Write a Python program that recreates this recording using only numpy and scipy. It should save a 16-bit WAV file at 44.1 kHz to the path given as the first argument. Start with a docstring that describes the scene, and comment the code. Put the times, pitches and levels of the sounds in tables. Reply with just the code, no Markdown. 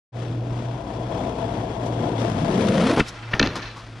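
"""Rough asphalt beside a concrete ledge, buildings around, a camera with two microphones on the ground.
A skateboard, made of dense random grains in coloured noise bands, rolls up from the left and passes close.
The tail pops, a shoe brushes up the grip tape, and the board clacks onto the ledge and scrapes along it:
the blows ring decaying modes, the rubs are filtered grains.
Noise-burst echoes return from the buildings over a sine-wave machine hum, noise air and light wind."""
import sys
import numpy as np
from scipy import signal
from scipy.fft import rfft, irfft
from scipy.io import wavfile
from scipy.ndimage import uniform_filter1d

SR = 44100
rng = np.random.default_rng(int(sys.argv[2]) if len(sys.argv) > 2 else 0)


def generate_wav(signal):
    """Clip the signal to [-1, 1] and save it as 16-bit WAV at the path in sys.argv[1]."""
    frames = np.transpose(np.atleast_2d(signal))
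    scaled = np.clip(frames, -1, 1) * 32767
    pcm = np.round(scaled).astype(np.int16)
    wavfile.write(sys.argv[1], SR, pcm)


N = 176400  # samples, 4 s

# Machine hum in the distance. Each row: time in seconds, level in dB.
HUM_LEVEL = [(.12, -32), (.3, -24.5), (.72, -32), (.84, -43), (1.05, -30), (1.2, -43), (1.9, -31),
             (2.6, -33.5), (3.1, -48.5), (3.3, -37), (3.7, -43), (4, -41.5)]
# Pitch of the hum. Each row: time in seconds, frequency in Hz.
HUM_PITCH = [(0, 118.3), (.8, 119.5), (2, 117.3), (4, 111.8)]
HUM_WAVER_DB = 2
DRONE_HZ, DRONE_DB, DRONE_PEAK_S, DRONE_WIDTH_S = 60.1, -40.5, 1.4, 1
# Colour of the outdoor air. Each row: frequency in Hz, relative level in dB.
AIR_COLOUR = [(25, -1), (45, 20), (75, -4), (250, -20), (700, -9.5), (2000, -24), (5000, -20.5),
              (11000, -47)]
AIR_DB = -48.5
WIND_DB, WIND_TOP_HZ, GUST_DB = -70, 48.7, -6.5

# The rolling board. 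Each row: time in seconds, deck rumble in dB, wheel roar in dB, grit in dB.
ROLL_LEVELS = [(.12, -43, -41.5, -52), (.22, -30, -39.5, -42.5), (.42, -33.5, -44, -50.5),
               (.6, -32, -37.5, -44.5), (.8, -35.5, -38, -49), (1.1, -32, -33, -46), (1.42, -29, -31, -43),
               (1.75, -30, -33, -44.5), (2.12, -27, -32, -43), (2.2, -25.5, -28, -37),
               (2.34, -29, -33.5, -41), (2.48, -31, -28, -37.5), (2.7, -23, -33.5, -35),
               (2.82, -25.5, -26.5, -28), (2.92, -25.5, -27.5, -30.5), (2.955, -28, -32, -36.5),
               (3.0, -33, -26, -23), (3.04, -45.5, -54.5, -46.5)]
# Colour of the deck rumble. Each row: frequency in Hz, relative level per Hz in dB.
RUMBLE_COLOUR = [(25, -30), (55, -22), (80, -8.5), (105, 4.5), (140, 2), (220, 0.5), (310, 2), (400, -4),
                 (600, -7), (1500, -60)]
# Colour of the wheel roar. Each row: frequency in Hz, relative level per Hz in dB.
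ROAR_COLOUR = [(200, -31), (380, -4.5), (480, 0.5), (580, -4), (670, 8), (770, -2), (1020, -3),
               (1250, -21.5), (2700, -50), (3350, -18.5), (4000, -48)]
# Colour of the grit under the wheels. Each row: frequency in Hz, relative level per Hz in dB.
GRIT_COLOUR = [(500, -4.5), (1300, 4.5), (1900, -0.5), (2900, -3.5), (3400, -3.5), (4000, -7.5),
               (5500, -10.5), (7200, -19), (10000, -24), (12000, -44.5)]
# Colour of the fine hiss heard up close. Each row: frequency in Hz, relative level per Hz in dB.
HISS_COLOUR = [(6500, -33), (10000, 20), (12500, -11), (16000, -78)]
GRAINS_PER_S, GRAIN_SPREAD_DB = 3500, 1.5
WHEEL_TURNS_HZ, WHEEL_THROB_DB, PATCHY_DB = 32.1, 1, 1.07
CLOSE_HISS_DB, CLOSE_S, CLOSE_WIDTH_S = -54, 2.87, 0.25
CHIPS_PER_S, CHIPS_DB = 100, -34  # coarse chips that crunch under the wheels up close

# Returns from the walls. Each row: delay in seconds, level in dB.
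WALL_ECHOES = [(0.059, -20), (0.167, -25), (.225, -21), (0.272, -25)]
# Colour of what the buildings return. Each row: frequency in Hz, relative level in dB.
YARD_COLOUR = [(60, -28), (300, -27), (1000, -1), (2500, 0), (4300, 1.5), (8000, -2), (12000, -8)]
YARD_T60_S, YARD_TAIL_DB, ECHO_SMEAR_S = 1.2, -25, 0.022
YARD_WIDTH = 0.56  # gain of the echoes that differ between left and right

# Wheel bumping over a stone. Each row: start in seconds, level in dB before the modes' own levels.
STONES = [(.694, -32), (1.125, -25), (1.279, -28), (2.745, -20)]
# Modes a wheel rings with. Each row: frequency in Hz, level in dB, 60 dB decay time in seconds.
WHEEL_MODES = [(447, -14, 0.023), (668, 4, 0.035), (1006, -8, 0.025), (3500, -18, 0.017)]

# Scuffs of shoe, pebble and truck.
# Each row: peak time in seconds, level in dB, rise in seconds, fall in seconds, lowest frequency in Hz.
SCUFFS = [(1.859, -49, 0.0068, 0.025, 5860), (2.2, -43, 0.0049, 0.0093, 4000),
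          (2.67, -34.5, 0.0018, 0.0036, 3000), (3.091, -34.5, 0.018, 0.0083, 5000),
          (3.557, -24, 0.002, 0.017, 500), (3.769, -38.5, 0.007, 0.045, 390)]
# Colour of the scuffs. Each row: frequency in Hz, relative level in dB.
SCUFF_COLOUR = [(300, -7), (1100, 18.5), (2000, 1), (4000, 3), (6000, -2), (8000, -12), (11000, -18.5)]

# Two deck booms as the board comes close.
# Each row: time in seconds, lower band in Hz, upper band in Hz, level of the lower band in dB.
BOOM = [(2.3, 129, 215, -31), (2.44, 142, 236, -23), (2.61, 211, 473, -23.5), (2.8, 183, 492, -21.5),
        (2.91, 278, 482, -22.5), (2.97, 260, 768, -32)]
# half-widths of the bands, and the upper band against the lower
BOOM_WIDTH_HZ, UPPER_WIDTH_HZ, UPPER_DB = 31.5, 68, -3.5

# Blows of the board. Each row: start in seconds, clack in dB, contact in seconds,
# upper limit of the clack in Hz, thump in dB, push in seconds.
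BLOWS = [(2.972, -23, 0.00065, 950, -18.5, 0.00019), (2.984, -33.5, .002, 2420, -19, 0.00019),
         (2.994, -26, 0.00081, 1090, -15, 0.00032), (3.002, -18, 0.0052, 2800, -16.5, 0.00064),
         (3.334, -23, 0.0022, 1910, -28, 0.00072), (3.3364, -20.5, 0.0027, 2800, -20, 0.0017),
         (3.395, -13.5, 0.0035, 6300, -17.5, 0.00094), (3.414, -30, 0.00039, 5500, -16.5, 0.0005),
         (3.427, -18.5, 0.0041, 5300, -18.5, 0.00096), (3.461, -29, 0.00071, 6500, -26, 0.0014),
         (3.473, -28, .0005, 5960, -23, 0.0018)]
# Modes the board rings with. Each row: frequency in Hz, level in dB, 60 dB decay time in seconds.
BOARD_MODES = [(757, -4, 0.082), (1404, 7.5, 0.02), (1804, 9, 0.026), (2286, 4, 0.032), (2624, 3.5, 0.045),
               (2930, 9, 0.015), (3460, 9.5, 0.013), (4040, 13, .011), (4650, 5.5, 0.013),
               (5600, -2, 0.011)]
# Low bending modes of the deck. Each row: frequency in Hz, level in dB, 60 dB decay time in seconds.
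DECK_MODES = [(55.5, -17, 0.2), (137.5, -3.5, 0.051), (216, -3.5, 0.076), (273, 2.5, 0.046),
              (399, -1.5, 0.026), (482, 3, 0.03), (600, -3.5, 0.024), (1000, 3, 0.018)]
# Colour of the bare contact. Each row: frequency in Hz, relative level in dB.
CRACK_COLOUR = [(200, -2.5), (600, -3), (1050, -8), (1500, 0.5), (2100, 4), (3300, 0.5), (4200, 3.5),
                (5200, -9.5), (6500, -4), (8000, -26), (11500, -29)]
CRACK_DB, RELEASE_S = -1, 0.0011  # bare contact against the ring; fading of the force after contact
WEIGHT_LAG = 1.48  # the rider's weight bends the deck this many contact lengths after the clack
FIRST_TOUCH = 0.44  # size of the first sharp contact against the chatter after it

# Sliding on the ledge. Each row: time in seconds, deck rumble in dB, scrape in dB.
SLIDE_LEVELS = [(3.1, -65, -79), (3.28, -85, -50), (3.35, -45, -30.5), (3.39, -32, -38.5), (3.44, -30, -27),
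                (3.5, -30.5, -38), (3.545, -38.5, -38), (3.57, -31.5, -37), (3.68, -66, -42),
                (3.82, -60, -72), (4, -126, -69)]
# Colour of the scrape. Each row: frequency in Hz, relative level in dB.
SCRAPE_COLOUR = [(200, -11), (450, 4), (900, 3.5), (1350, 2.5), (2400, -2), (4000, -10), (6000, -13.5),
                 (8000, -37), (11000, -32)]
SHUDDER_DB = 1

# How far to the left the board is. Each row: time in seconds, share from 0 to 1.
BEARING = [(.2, 0.7), (1.8, 0.87), (2.55, 0.86), (2.75, 0.52), (2.92, 0.16), (3.1, 0.15), (3.4, 0.1),
           (4, 0.24)]
# Shading of the far microphone by the camera body. Each row: frequency in Hz, side over mid in dB.
BODY_SHADE = [(60, -16), (190, -23), (350, -10.5), (620, -3.5), (1100, -0.5), (3500, 1.5), (6500, -8),
              (10000, 3.5)]
# Ground scatter that differs between the microphones. Each row: frequency in Hz, level in dB.
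GROUND_SCATTER = [(100, -42), (700, -11.5), (2000, -7), (4500, -7.5), (7000, 9), (11000, -4)]
LEFT_RIGHT = np.array([[1], [-1]])  # a side signal is opposite at the two microphones
OPEN_S, FADE_S, CEILING, TOP_HZ = 0.12, 0.045, .95, 11500


def undb(db):
    """Decibels to gain."""
    return 10 ** (np.asarray(db) / 20)


def unit(x):
    """Scale to rms 1."""
    return x / np.sqrt(np.mean(x ** 2))


def times():
    """Seconds at each sample."""
    return np.arange(N) / SR


def curve(table, axis=1):
    """One column of a table, joined by straight lines in time."""
    rows = np.array(table)
    return np.interp(times(), rows[:, 0], rows[:, axis])


def gains(points):
    """Gain at each frequency bin from (Hz, dB) points, joined on a log frequency scale."""
    hz, db = np.array(points).T
    bins_hz = np.arange(N // 2 + 1) * SR / N
    return undb(np.interp(np.log(bins_hz + 1), np.log(hz), db))


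def convolve(x, response):
    """Play a sound through a response."""
    return signal.fftconvolve(x, response)[:len(x)]


def colour(x, points):
    """Causal minimum-phase filter with the given spectrum, built by folding its cepstrum."""
    cepstrum = irfft(np.log(gains(points)), N)[:N // 2]
    cepstrum[1:] *= 2
    response = irfft(np.exp(rfft(cepstrum, N)), N)[:N // 20]
    return convolve(x, response)


def cut(x, hz, kind, order=2):
    """Low-pass or high-pass."""
    sos = signal.butter(order, min(hz, SR / 2 - 1), kind, fs=SR, output="sos")
    return signal.sosfilt(sos, x)


def walk(rate):
    """Smooth random drift with a spread near 1, taking a new value `rate` times a second."""
    k = int(SR / rate)
    steps = np.repeat(rng.standard_normal(N // k + 1), k)
    smooth = uniform_filter1d(uniform_filter1d(steps, k), k)
    return unit(smooth)[:N]


def grains():
    """Dense tiny impacts on stone chips, a few harder than the rest."""
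    hits = rng.random(N) < GRAINS_PER_S / SR
    signs = rng.choice([-1, 1], N)
    hardness = undb(GRAIN_SPREAD_DB * np.minimum(rng.exponential(size=N), 5))
    return hits * signs * hardness


def ring(modes, t, jitter=.012):
    """Decaying modes, a little different in pitch and sign at each point of contact."""
    total = 0
    for hz, db, t60 in modes:
        sign = rng.choice([-1, 1])
        pitch = hz * (1 + jitter * rng.standard_normal())
        total = total + sign * undb(db - 60 * t / t60) * np.sin(2 * np.pi * pitch * t)
    return total


def background():
    """A wavering machine hum, a lower drone that swells once, and nearly centred outdoor air."""
    def tone(hz):
        wavering = hz * (1 + 0.01 * walk(7.6))
        return np.sqrt(2) * np.sin(2 * np.pi * np.cumsum(wavering) / SR)
    hum = tone(curve(HUM_PITCH)) * undb(curve(HUM_LEVEL) + HUM_WAVER_DB * walk(12))
    swell = 1 / (1 + ((times() - DRONE_PEAK_S) / DRONE_WIDTH_S) ** 2)
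    drone = tone(DRONE_HZ) * undb(DRONE_DB) * swell
    mid = unit(colour(rng.standard_normal(N), AIR_COLOUR))
    side = unit(colour(rng.standard_normal(N), AIR_COLOUR))
    return hum + drone + undb(AIR_DB) * (mid + 0.067 * side * LEFT_RIGHT)


def wind():
    """Light gusts buffet the microphones as very low noise, partly unlike left and right."""
    def buffet():
        low = cut(rng.standard_normal(N), WIND_TOP_HZ, "low", order=4)
        return unit(cut(low, 32, "high"))
    gusts = undb(WIND_DB + GUST_DB * walk(7.7))
    return gusts * (buffet() + buffet() * LEFT_RIGHT)


def rolling():
    """Chips shake deck and wheels, throbbing with each wheel turn; hiss and crunch rise up close."""
    turn = 2 * np.pi * np.cumsum(WHEEL_TURNS_HZ * (1 + 0.034 * walk(5.38))) / SR
    throb_db = WHEEL_THROB_DB * (np.sin(turn) + np.sin(2 * turn))
    load = undb(throb_db + PATCHY_DB * walk(22.0))

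    def layer(points):
        return unit(colour(grains() * load, points))

    on_ground = times() < ROLL_LEVELS[-2][0]
    close = on_ground / (1 + ((times() - CLOSE_S) / CLOSE_WIDTH_S) ** 2)
    hiss = undb(CLOSE_HISS_DB) * layer(HISS_COLOUR)
    chips = cut(1. * (rng.random(N) < CHIPS_PER_S / SR), CHIPS_PER_S, "low")
    crunch = undb(CHIPS_DB) * unit(colour(grains() * chips, GRIT_COLOUR))
    rumble = layer(RUMBLE_COLOUR) * undb(curve(ROLL_LEVELS, axis=1))
    roar = layer(ROAR_COLOUR) * undb(curve(ROLL_LEVELS, axis=2))
    grit = layer(GRIT_COLOUR) * undb(curve(ROLL_LEVELS, axis=3))
    return close * (hiss + crunch) + rumble + roar + grit


def yard(x):
    """Buildings return smeared echoes and a thin tail, as enveloped bursts of noise."""
    t = times()

    def burst(envelope):
        return unit(rng.standard_normal(N) * envelope) / np.sqrt(N)  # total energy 1

    tail = undb(-60 * t / YARD_T60_S) * (1 - np.exp(-t / 0.019))
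    response = undb(YARD_TAIL_DB) * burst(tail)
    for delay, db in WALL_ECHOES:
        smear = (t > delay) * np.exp(-abs(t - delay) / ECHO_SMEAR_S)
        response = response + undb(db) * burst(smear)
    return convolve(colour(x, YARD_COLOUR), response)


def stones():
    """Single stones knock the wheels into a short hollow ring of decaying modes."""
    out, t = np.zeros(2 * N), times()[:N // 20]
    for start, db in STONES:
        i = int(start * SR)
        out[i:i + len(t)] += undb(db) * ring(WHEEL_MODES, t)
    return out[:N]


def scuffs():
    """Short gritty rubs, high-passed grains that swell and die exponentially."""
    t, rub = times(), colour(grains(), SCUFF_COLOUR)
    out = np.zeros(N)
    for peak, db, rise, fall, lowest_hz in SCUFFS:
        swell = np.exp(-np.maximum((peak - t) / rise, (t - peak) / fall))
        out += unit(cut(rub, lowest_hz, "high")) * undb(db) * swell
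    return out


def boom():
    """Two narrow bands of rumble whose pitches climb overall as the board comes close."""
    def band(hz, width_hz):
        # shift the band down to zero, low-pass it, shift it back
        spin = np.exp(2j * np.pi * np.cumsum(hz) / SR)
        return unit(np.real(cut(grains() / spin, width_hz, "low") * spin))
    near = (times() > BOOM[0][0]) & (times() < BOOM[-1][0])
    lower = band(curve(BOOM, axis=1), BOOM_WIDTH_HZ)
    upper = undb(UPPER_DB) * band(curve(BOOM, axis=2), UPPER_WIDTH_HZ)
    return near * undb(curve(BOOM, axis=3)) * (lower + upper)


def chatter(envelope, count=4):
    """A sharp first contact, then a short random force that excites all pitches nearly evenly."""
    force = rng.standard_normal(len(envelope)) * envelope
    for _ in range(count):
        flat = irfft(np.exp(1j * np.angle(rfft(force))), len(envelope))  # keep only the phases
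        force = flat * np.sqrt(envelope)
    first = np.arange(len(envelope)) == 0
    return force / np.linalg.norm(force) + FIRST_TOUCH * first


def blows():
    """Each blow chatters for a few milliseconds into the board's modes, then bends the deck."""
    out, t = np.zeros(2 * N), times()[:N // 20]

    def sized(x, db):
        return unit(x) * undb(db) / np.sqrt(20)  # the level is that of the same energy in 10 ms

    for start, clack_db, contact, bright_hz, thump_db, push in BLOWS:
        touch = chatter(np.exp(-np.maximum(t - contact, 0) / RELEASE_S))
        crack = undb(CRACK_DB) * unit(colour(touch, CRACK_COLOUR))
        clack = unit(convolve(touch, ring(BOARD_MODES, t))) + crack
        late = np.maximum(t - WEIGHT_LAG * contact, 0)
        weight = late * np.exp(-2 * late / push)
        thump = convolve(weight, ring(DECK_MODES, t))
        i = int(start * SR)
        out[i:i + len(t)] += sized(cut(clack, bright_hz, "low", order=4), clack_db)
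        out[i:i + len(t)] += sized(thump, thump_db)
    return out[:N]


def slide():
    """The board scrapes along the ledge, catching unevenly, over a grainy rumble of its deck."""
    catch = undb(SHUDDER_DB * walk(90))
    rumble = unit(colour(grains(), RUMBLE_COLOUR)) * undb(curve(SLIDE_LEVELS, axis=1))
    scrape = unit(colour(grains() * catch, SCRAPE_COLOUR)) * undb(curve(SLIDE_LEVELS, axis=2))
    return rumble + scrape


def scene():
    """Far left, the board is louder at the left microphone, its treble diffuse; close, it is centred."""
    board = rolling() + stones() + scuffs() + boom() + blows() + slide()
    scatter_burst = unit(rng.standard_normal(N // 400)) / np.sqrt(N // 400)  # 10 ms, energy 1
    scatter = convolve(colour(board, GROUND_SCATTER), scatter_burst)
    shaded = irfft(rfft(board) * gains(BODY_SHADE), N)
    side = (shaded + scatter) * curve(BEARING)
    mid = board + yard(board)
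    return mid + LEFT_RIGHT * (side + YARD_WIDTH * yard(board)) + background() + wind()


def record(dry):
    """The sound fades in quickly, the hardest peaks are rounded and the top is cut."""
    fade = np.clip((times() - OPEN_S) / FADE_S, 0, 1)
    rounded = dry / (1 + (dry / CEILING) ** 4) ** .25
    top_cut = signal.ellip(8, .2, 80, TOP_HZ, fs=SR, output="sos")
    return signal.sosfilt(top_cut, rounded * fade)


dry = scene()
out = record(dry)
generate_wav(out)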